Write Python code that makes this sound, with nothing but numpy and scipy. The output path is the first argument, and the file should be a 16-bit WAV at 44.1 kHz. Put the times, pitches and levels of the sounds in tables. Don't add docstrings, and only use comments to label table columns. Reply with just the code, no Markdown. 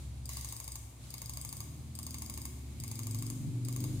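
import sys
import numpy as np
from scipy import signal
from scipy.fft import rfft, irfft
from scipy.io import wavfile
from scipy.ndimage import uniform_filter1d

SR = 44100
rng = np.random.default_rng(int(sys.argv[2]) if len(sys.argv) > 2 else 0)


def wrap_up_sound(samples):
    columns = np.atleast_2d(samples).T
    tamed = np.clip(columns, -1, 1)
    steps = np.round(tamed * 32767).astype(np.int16)
    wavfile.write(sys.argv[1], SR, steps)


N = 176400
TIME = np.arange(N) / SR
LEFT_LAG_S = .000115

# frequency in Hz, relative energy on pull-in in dB,
# the same on drop, left minus right in dB.
CASE_MODES = [(597, -37, -43, 2), (907, -36.5, -67, 11), (1150, -36.5, -57, -1), (2173, -30.5, -50, -7),
              (3280, -45.5, -49.5, -1), (3785, -41.5, -46, 16), (4470, -38, -44, -6), (4864, -27.5, -32, 0),
              (5040, -35.5, -36, 1), (6543, -23.5, -30.5, -12.5), (7156, -28.5, -42, 2.5),
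              (7300, -38.5, -34, -9.5), (8226, -27.5, -23.5, -1), (8580, -23.5, -33.5, -7),
              (9800, -32, -35.5, -1), (10270, -23.5, -33, 6), (10630, -32.5, -41, -4), (11450, -32, -44, 9),
              (12360, -32, -37, 7), (13000, -40.5, -35, -7), (13300, -34, -48, -2), (14600, -43, -35, 2),
              (14400, -33, -37, -4), (15060, -29, -35, 18), (16000, -25, -50, -2)]


def from_db(db):
    return 10 ** (np.asarray(db) / 20)


def rms_one(x):
    return x / np.sqrt(np.mean(x ** 2) + 1e-20)


def energy_one(x):
    return x / np.sqrt(np.sum(x ** 2, axis=-1, keepdims=True) + 1e-20)


def in_time(rows):
    seconds, *columns = np.transpose(rows)
    return [np.interp(TIME, seconds, column) for column in columns]


def at_hz(points, hz):
    point_hz, value = np.transpose(points)
    return np.interp(np.log(np.maximum(hz, 1)), np.log(point_hz), value)


def coloured(x, spectrum):
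    size = x.shape[-1]
    return irfft(rfft(x) * from_db(at_hz(spectrum, np.fft.rfftfreq(size, 1 / SR))), size)


def drift(per_s):
    return np.interp(TIME * per_s, np.arange(400), rng.standard_normal(400))


def stereo_noise(spectrum, alike):
    mid, side = coloured(rng.standard_normal((2, N)), spectrum)
    return rms_one(np.sqrt(1 + alike) * mid + np.sqrt(1 - alike) * np.array([side, -side]))


def panned(pan_db):
    gains = from_db(np.array([pan_db, -pan_db]) / 2)
    return gains / np.sqrt(np.mean(gains ** 2, axis=0))


def room_air(level_db):
    # frequency in Hz, relative level in dB.
    colour = [(20, -17), (200, 3.5), (400, -3), (700, -3.5), (1100, -7), (1600, -18), (2400, -13),
              (4000, -17), (8000, -27), (16000, -69)]
    return from_db(level_db) * stereo_noise(colour, alike=0.32)


def high_hiss():
    # frequency in Hz, relative level in dB.
    colour = [(1000, -3), (2500, -5.5), (4000, 0.5), (5500, -3.5), (7000, 1), (10000, -1), (12000, -7),
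              (15500, -15)]
    # time in seconds, level in dB.
    swells = [(0, -56.5), (.12, -61.5), (.265, -62.5), (.6, -62), (.98, -65), (1.04, -55.5), (1.3, -61),
              (1.85, -61.5), (2.65, -61), (2.72, -59.5), (3.3, -59), (3.6, -60), (4, -54.5)]
    level_db, = in_time(swells)
    return from_db(level_db) * stereo_noise(colour, alike=0.015)


def engine(roughness=0.44, rumble_db=-9.5, trim_db=-1):
    # time in seconds, firings per second.
    speed = [(0, 16.9), (.4, 16.7), (.75, 15.6), (1.1, 15.4), (1.4, 16.4), (1.65, 18.3), (1.9, 19.8),
             (2.15, 19.9), (2.45, 17.6), (2.68, 17.3), (2.85, 20.6), (3.15, 21.9), (3.4, 24.1),
             (3.72, 24.4), (3.87, 25.4), (4, 25.4)]
    # multiple of the firing rate, relative level in dB.
    orders = [(2, 9), (3, -10.5), (4, 7), (5, 4), (6, -3), (7, 0), (8, 0.5), (10, -2), (11, 4.5), (12, 3.5),
              (14, -2), (18, -3), (23, -3)]
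    # frequency in Hz, gain in dB.
    through_wall = [(30, -46), (52, 4.5), (68, 0.5), (80, -1.5), (95, -21), (108, 3.5), (122, 2.5),
                    (132, -0.5), (146, -9), (158, -8.5), (172, -21), (195, -22), (214, -10.5), (228, -14.5),
                    (262, -8.5), (277, -20), (291, -11), (320, -15.5), (335, -21.5), (362, -15.5),
                    (385, -27.5), (410, -28.5), (600, -36.5)]
    bands = [(42, 103.5), (92, 191.6), (185, 960)]
    # time in seconds, then relative level of bass, boom and low middle in dB.
    swells = [(0.0, -45, -53, -60), (0.05, -42.5, -45.5, -61), (0.47, -44.5, -50, -60.5),
              (0.59, -59, -50, -65.5), (0.65, -47.5, -53.5, -67.5), (0.86, -47.5, -50, -63),
              (0.92, -57, -58, -64.5), (1.03, -50, -49, -61), (1.18, -54.5, -51.5, -63.5),
              (1.25, -49, -47, -62.5), (1.4, -46, -49.5, -61), (1.5, -54, -48, -61.5),
              (1.66, -49, -46, -56.5), (2.25, -46, -50.5, -52.5), (2.71, -44, -49.5, -54.5),
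              (2.88, -50.5, -41, -51.5), (2.98, -55.5, -42.5, -50.5), (3.16, -51, -35.5, -47.5),
              (3.31, -53, -40.5, -45.5), (3.46, -61, -35, -45.5), (3.68, -61, -35, -46),
              (3.75, -50, -37.5, -46.5), (3.82, -52, -35.5, -41.5), (4.0, -46.5, -36.5, -44.5)]
    firing_hz, = in_time(speed)
    phase = 2 * np.pi * (np.cumsum(firing_hz) / SR - np.outer([1, 0], LEFT_LAG_S * firing_hz))
    tone = 0
    for order in range(2, 24):
        order_db = at_hz(through_wall, order * firing_hz) + np.interp(order, *np.transpose(orders))
        waver = 1 + roughness * drift(per_s=7)
        tone += from_db(order_db) * waver * np.sin(order * phase + rng.uniform(0, 2 * np.pi))
    exhaust = rms_one(tone) + from_db(rumble_db) * stereo_noise(through_wall, alike=0.83)
    out = 0
    for edges_hz, swell_db in zip(bands, in_time(swells)):
        bandpass = signal.butter(4, edges_hz, "band", fs=SR, output="sos")
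        band = signal.sosfiltfilt(bandpass, exhaust, padtype="even", padlen=SR // 2)
        running_rms = np.sqrt(uniform_filter1d(np.mean(band ** 2, axis=0), size=6000) + 1e-12)
        out += band / running_rms * from_db(swell_db + trim_db)
    return out * from_db([[.3], [-.3]])


def click(bounces, mode_db, rings, grit, crack_db=-5.5, crack_t60_s=0.01):
    # frequency in Hz, relative level in dB.
    crack_colour = [(300, 2), (1000, -20), (1600, -31), (2700, -32), (3700, -6.5), (4700, -3), (5500, -11),
                    (6200, 1), (7400, 9.5), (10000, 2), (12000, -3), (15000, -1), (16500, 0.5)]
    jitter_ms, bounce_spread_db, mode_spread_db, fresh_grit_db = 0.016, 3, 2.03, -6
    size = rings.shape[-1]
    hz = np.fft.rfftfreq(size, 1 / SR)
    bounce_ms, bounce_db = np.transpose(bounces)
    timing, force = rng.standard_normal((len(bounces), 2)).T
    delay_s = np.abs(bounce_ms + jitter_ms * timing) / 1000
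    strengths = from_db(bounce_db + bounce_spread_db * force)
    blows = strengths @ np.exp(-2j * np.pi * np.outer(delay_s, hz))
    mode_gains = from_db(mode_db + mode_spread_db * rng.standard_normal(len(mode_db)))
    mic_gains = mode_gains * panned(np.array(CASE_MODES)[:, -1])
    struck_modes = energy_one(irfft(rfft(rings) * blows, size))
    ring = np.sum(mic_gains[:, :, None] * struck_modes, axis=1)
    grit = grit + from_db(fresh_grit_db) * rng.standard_normal(grit.shape)
    crack = coloured(grit, crack_colour) * 1000 ** (-TIME[:size] / crack_t60_s)
    cracks = energy_one(irfft(rfft(crack) * blows, size))
    return ring + from_db(crack_db) * np.linalg.norm(from_db(mode_db)) * cracks


def relay(burst_count, flash_count):
    # delay in ms, relative level in dB.
    drop_bounces = [(0.051, -0.5), (0.898, 1.5), (1.699, -5), (2.798, -1.5)]
    pull_bounces = [(0.051, 0), (0.5, 6), (1.199, -1), (2.302, 0.5), (3.4, -4.5)]
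    # mode frequency in Hz, seconds to ring down by 60 dB.
    ring_t60 = [(1000, 0.015), (2200, 0.019), (5000, 0.012), (8000, 0.01), (15000, 0.018)]
    # mode frequency in Hz, extra phase between the microphones in radians.
    phase_gaps = [(600, 0.21), (1100, 0.38), (2500, 1.03), (8000, 1.185)]
    first_burst_s, burst_every_s, flash_every_s, stop_s = .2555, .8484, .07733, 3.86
    drop_lead_s, pull_after_s, drop_trim_db = .00025, .0361, 1
    hz, pull_db, drop_db, _ = np.transpose(CASE_MODES)
    t = TIME[:2048]
    gap = at_hz(phase_gaps, hz) * (-1) ** np.arange(len(hz))
    phase = rng.uniform(0, 2 * np.pi, len(hz)) + np.array([gap, -gap]) / 2
    decay = 1000 ** (-t / at_hz(ring_t60, hz)[:, None])
    rings = np.sin(2 * np.pi * hz[:, None] * t + phase[:, :, None]) * decay
    drop_grit, pull_grit = rng.standard_normal((2, 2, len(t)))
    throws = [(-drop_lead_s, drop_bounces, drop_db + drop_trim_db, drop_grit),
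              (pull_after_s, pull_bounces, pull_db, pull_grit)]
    bursts_s = first_burst_s + np.arange(burst_count) * burst_every_s
    flashes_s = np.add.outer(bursts_s, np.arange(flash_count) * flash_every_s)
    out = np.zeros((2, N + SR))
    for flash_s in flashes_s[flashes_s < stop_s]:
        for offset_s, bounces, mode_db, grit in throws:
            start = int((flash_s + offset_s) * SR)
            out[:, start:start + len(t)] += click(bounces, mode_db, rings, grit)
    return out[:, :N]


def room(x, echo_db=-8, tail_db=-3.5):
    # frequency in Hz, gain in dB.
    colour = [(500, -1), (950, -2.5), (1120, 5.5), (1400, -1), (2200, -3.5), (3300, 5), (4800, -3.5),
              (6400, -0.5), (7400, 4.5), (8150, 2.5), (8800, -1), (10700, -6), (12300, -0.5), (15000, -4),
              (15600, -11)]
    echo_s, echo_width_s = 0.0072, 0.0029
    tail_delay_s, low_t60_s, treble_t60_s = 0.0049, 0.88, 1
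    t = TIME[:SR]
    early, late = rng.standard_normal((2, 2, SR))
    echo = energy_one(early * np.exp(-.5 * ((t - echo_s) / echo_width_s) ** 2))
    low = signal.sosfiltfilt(signal.butter(2, 9000, fs=SR, output="sos"), late)
    tail = low * 1000 ** (-t / low_t60_s) + (late - low) * 1000 ** (-t / treble_t60_s)
    response = from_db(echo_db) * echo + from_db(tail_db) * energy_one(tail * (t > tail_delay_s))
    mono = x.sum(axis=0, keepdims=True) / np.sqrt(2)
    return signal.fftconvolve(mono, coloured(response, colour), axes=1)[:, :N]


def lean_left(x):
    # frequency in Hz, left minus right in dB.
    balance = [(1000, -1.5), (6000, 3), (9000, 5), (13000, 3.5), (16000, 7)]
    hz = np.fft.rfftfreq(N, 1 / SR)
    lag = np.exp(-2j * np.pi * np.outer([LEFT_LAG_S, 0], hz))
    return irfft(rfft(x) * lag * panned(at_hz(balance, hz)), N)


def rasp(flutter_db=1.5):
    # centre in Hz, width in Hz, relative gain in dB.
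    resonances = [(1130, 180, -4), (2090, 230, 1.5), (2880, 590, -4), (4020, 390, 2), (4900, 600, 2),
                  (5950, 150, 6), (6960, 1300, 2.5), (8400, 1000, -3), (9800, 2300, -3), (11900, 1700, -8),
                  (14800, 1800, -8)]
    # time in seconds, level in dB.
    swell = [(.27, -85), (.295, -48), (.44, -50.5), (.6, -59), (.8, -81)]
    noise = rng.standard_normal((2, N)) * from_db(-flutter_db * drift(per_s=110))
    scratch = sum(from_db(db) * signal.lfilter(*signal.iirpeak(hz, hz / width, fs=SR), noise)
                  for hz, width, db in resonances)
    level_db, = in_time(swell)
    return from_db(level_db) * rms_one(scratch)


def narrow_hiss():
    # frequency in Hz, relative level in dB.
    colour = [(1700, -23), (2150, -7), (2400, -7), (2700, -13), (3300, -32)]
    # time in seconds, level in dB.
    swell = [(2.3, -75), (2.55, -72.5), (2.95, -66), (3.3, -71.5), (3.6, -71)]
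    level_db, = in_time(swell)
    return from_db(level_db) * stereo_noise(colour, alike=0.2)


def scene():
    clicks = relay(burst_count=5, flash_count=7)
    clicks_in_room = lean_left(clicks + room(clicks))
    return clicks_in_room + engine() + room_air(level_db=-63) + high_hiss() + narrow_hiss() + rasp()


def record(dry):
    cutoff_hz = 15750
    return signal.sosfilt(signal.ellip(10, .2, 80, cutoff_hz, fs=SR, output="sos"), dry)


dry = scene()
out = record(dry)
wrap_up_sound(out)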